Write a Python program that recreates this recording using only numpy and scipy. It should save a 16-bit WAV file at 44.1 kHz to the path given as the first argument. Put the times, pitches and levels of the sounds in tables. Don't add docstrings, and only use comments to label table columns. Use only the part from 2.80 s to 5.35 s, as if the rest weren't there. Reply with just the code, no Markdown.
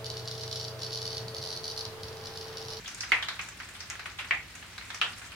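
import sys
import numpy as np
from scipy import signal
from scipy.fft import rfft, irfft, next_fast_len
from scipy.io import wavfile
from scipy.ndimage import map_coordinates

SR = 44100
rng = np.random.default_rng(int(sys.argv[2]) if len(sys.argv) > 2 else 0)


def dump(signal):
    limited = np.clip(np.atleast_2d(signal).T, -1, 1)
    pcm = np.round(limited * 32767).astype(np.int16)
    wavfile.write(sys.argv[1], SR, pcm)


N = 112454
POP_SAMPLES = 16384
POP_HZ = np.fft.rfftfreq(POP_SAMPLES, 1 / SR)


def gain(db):
    return 10 ** (np.asarray(db) / 20)


def unit(x):
    return x / np.sqrt(np.mean(x ** 2) + 1e-20)


def read_curve(points, hz):
    row_hz, values = np.transpose(points)
    return np.interp(np.log(hz + 1), np.log(row_hz + 1), values)


# frequency_hz, likeness
EAR_LIKENESS = [(60, .95), (180, 0.65), (700, 0.65), (1400, 0.62), (2800, 0.073), (6000, 0.04),
                (14000, 0.026)]

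def stereo(pair, hz):
    angle = np.arccos(read_curve(EAR_LIKENESS, hz)) / 2
    shared, apart = pair[0] * np.cos(angle), pair[1] * np.sin(angle)
    return np.array([shared + apart, shared - apart])


# frequency_hz, relative_level_db
HISS_TONE = [(25, -16.5), (45, 3), (60, 8.5), (110, 4), (140, 0), (250, -0.5), (500, -7), (1000, -6.5),
             (2000, -1.5), (4000, -5), (8000, -16), (16000, -22.5)]

def hiss(level_db=-49.5):
    hz = np.fft.rfftfreq(N, 1 / SR)
    noise = stereo(rfft(rng.standard_normal((2, N))), hz)
    return gain(level_db) * unit(irfft(noise * gain(read_curve(HISS_TONE, hz)), N))


# pitch_hz, level_db
HUM_TONES = [(57, -69.5), (86.5, -65), (108.5, -61.5), (167, -68)]

def hum(waver_depth=0.29, wavers_per_s=11):
    t = np.arange(N) / SR
    out = np.zeros(N)
    for pitch_hz, level_db in HUM_TONES:
        swell, drift = (map_coordinates(steps, [t * wavers_per_s], mode="mirror")
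                        for steps in rng.standard_normal((2, 128)))
        waver = 1 + waver_depth * (swell + 1j * drift)
        out += gain(level_db) * unit(np.real(waver * np.exp(2j * np.pi * pitch_hz * t)))
    return out


# frequency_hz, relative_level_db
SNAP_TONE = [(100, -42.5), (300, -15.5), (550, -12.5), (800, -5), (1450, 4), (2400, 4.5), (3600, -5),
             (6500, -12.5)]

def snap_spectrum():
    cepstrum = irfft(np.log(gain(read_curve(SNAP_TONE, POP_HZ))))
    cepstrum[1:POP_SAMPLES // 2] *= 2
    cepstrum[POP_SAMPLES // 2 + 1:] = 0
    return np.exp(rfft(cepstrum))


def pop(path, snap, pitch_hz, ring_db, snap_db, sharpness=4.4, snap_reach=2.24):
    s = 1j * POP_HZ / pitch_hz
    below, above = (z / (1 + z / sharpness + z * z) for z in (s / 0.89, s / 1.11))
    ring = below * above / (1 + s / (2 * snap_reach))
    crack = snap / (1 + s / snap_reach)
    treble = 1j * POP_HZ / 7500
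    crack /= 1 + np.sqrt(2) * treble + treble * treble
    sound = gain(snap_db) * unit(irfft(path * crack)) + gain(ring_db) * unit(irfft(path * ring))
    level = np.hypot(gain(ring_db), gain(snap_db)) * np.sqrt(0.02 * SR / POP_SAMPLES)
    return level * unit(sound)


def tub_echoes(count=40, spread_s=0.025, fade_60db_s=0.048, scatter_db=3.5):
    delay_s = spread_s * (np.arange(count) + rng.uniform(0, 1, (2, count)) + 1) / count
    signs = np.sign(rng.standard_normal((2, count)))
    echo_db = scatter_db * rng.standard_normal((2, count)) - 60 * delay_s / fade_60db_s
    return np.array([np.bincount((times * SR).astype(int), strengths, POP_SAMPLES)
                     for times, strengths in zip(delay_s, signs * gain(echo_db))])


# frequency_hz, fade_s
ROOM_FADE = [(300, 0.43), (1000, 0.34), (2500, 0.26), (7000, 0.27), (15000, 0.064)]

def room_tail(rise_s=0.0054):
    hz, frame_s, noise = signal.stft(rng.standard_normal((2, POP_SAMPLES)), SR, nperseg=256)
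    fade = gain(-60 * frame_s / read_curve(ROOM_FADE, hz)[:, None])
    tail = signal.istft(noise * fade, SR)[1][:, :POP_SAMPLES]
    t = np.arange(POP_SAMPLES) / SR
    return tail * (1 - np.exp(-t / rise_s))


def echo_path(direct_db, tub_db=7, room_db=4.5):
    echoes = gain(tub_db) * unit(tub_echoes()) + gain(room_db) * unit(room_tail())
    ear_delay_s = rng.uniform(0, 0.00015, (2, 1))
    direct = gain(direct_db) * np.exp(-2j * np.pi * POP_HZ * ear_delay_s)
    return direct + stereo(rfft(echoes / np.sqrt(POP_SAMPLES)), POP_HZ)


def add(out, start_s, sound):
    start = round(start_s * SR)
    out[:, start:start + POP_SAMPLES] += sound[:, :N - start]


# time_s, boost_db
FIZZ_SWELL = [(0, 1), (.15, 4), (.75, 3), (1.15, 0.5), (1.45, 5), (1.7, -2.5), (1.93, -1.5), (2.15, 1),
              (2.55, 5)]

def fizz(snap, pops_per_s=100, middle_hz=5740, range_octaves=0.66, scatter_db=0.5):
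    out = np.zeros((2, N))
    paths = [echo_path(direct_db=1.5) for _ in range(12)]
    for k, start_s in enumerate(rng.uniform(0, N / SR, int(pops_per_s * N / SR))):
        boost_db = np.interp(start_s, *np.transpose(FIZZ_SWELL))
        octaves = range_octaves * np.tanh(rng.standard_normal())
        ring_db = rng.normal(-60, scatter_db) + boost_db - octaves
        snap_db = rng.normal(-59, scatter_db) + boost_db
        add(out, start_s, pop(paths[k % len(paths)], snap, middle_hz * 2 ** octaves, ring_db, snap_db))
    return out


# start_s, pitch_hz, ring_db, snap_db, direct_db
SMALL_POPS = [(0.047, 2950, -54, -47.5, -2), (0.059, 3170, -41.5, -56, -1), (0.078, 5570, -40, -42, -4),
              (0.1468, 7240, -43.5, -61, 11), (0.2064, 5200, -33, -43, 1), (0.2331, 5500, -59, -36.5, -7),
              (0.4259, 3030, -33.5, -34.5, 0), (0.4853, 3430, -34.5, -32, -2),
              (0.5926, 2270, -39, -33.5, -3), (.612, 6100, -44.5, -57, -2), (0.6882, 6500, -45.5, -45.5, 6),
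              (0.801, 1840, -47.5, -39, -4), (0.8883, 6950, -53, -47.5, 4), (0.938, 8700, -57, -59, 12),
              (0.951, 3060, -49, -47.5, -8), (1.004, 4930, -40.5, -44.5, -9),
              (1.101, 6200, -39, -44.5, 9.5), (1.105, 1870, -57, -37, -4), (1.155, 1700, -53, -46.5, 13),
              (1.194, 3780, -48, -39, -1), (1.257, 2200, -51, -36, -6), (1.3865, 2930, -41, -40, -9),
              (1.3905, 2280, -39, -36.5, -3), (1.399, 2730, -43.5, -42, 3), (1.444, 1930, -51, -42, 0),
              (1.7512, 6700, -48, -46.5, -13), (1.826, 2590, -54, -46, -4),
              (1.9803, 3800, -43.5, -41.5, 4.5), (2.011, 2020, -46, -47.5, 1), (2.1023, 3160, -44, -38, -9),
              (2.144, 5300, -41.5, -40.5, -14), (2.331, 4400, -49.5, -53, -4),
              (2.381, 8600, -51.5, -53, -4), (2.416, 1650, -61, -46.5, -2), (2.519, 2530, -48.5, -48, -7)]

def small_pops(snap):
    out = np.zeros((2, N))
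    for start_s, pitch_hz, ring_db, snap_db, direct_db in SMALL_POPS:
        add(out, start_s, pop(echo_path(direct_db), snap, pitch_hz, ring_db, snap_db))
    return out


# start_s, pitch_hz, ring_db, snap_db, snap_reach (times the pitch), right_over_left_db
LOUD_BURSTS = [(0.3189, 2070, -18.5, -22, 1, -0.5), (1.5090, 2146, -21.5, -29.5, .4, 0.5),
               (2.2139, 2760, -23.5, -30, 1.8, 1.5), (2.2156, 1590, -32.5, -41, 1, 2),
               (2.2245, 2830, -35, -32, .7, -3)]

def loud_bursts(snap):
    out = np.zeros((2, N))
    for start_s, pitch_hz, ring_db, snap_db, snap_reach, right_over_left_db in LOUD_BURSTS:
        path = echo_path(direct_db=-1)
        burst = pop(path, snap, pitch_hz, ring_db, snap_db, sharpness=3.6, snap_reach=snap_reach)
        balance = gain([[-right_over_left_db / 2], [right_over_left_db / 2]])
        add(out, start_s, burst * balance)
    return out


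def scene():
    snap = snap_spectrum()
    return hiss() + hum() + loud_bursts(snap) + small_pops(snap) + fizz(snap)


def record(dry, top_hz=16000):
    size = next_fast_len(N + POP_SAMPLES)
    kept = np.fft.rfftfreq(size, 1 / SR) < top_hz
    return irfft(rfft(dry, size) * kept, size)[:, :N]


dry = scene()
out = record(dry)
dump(out)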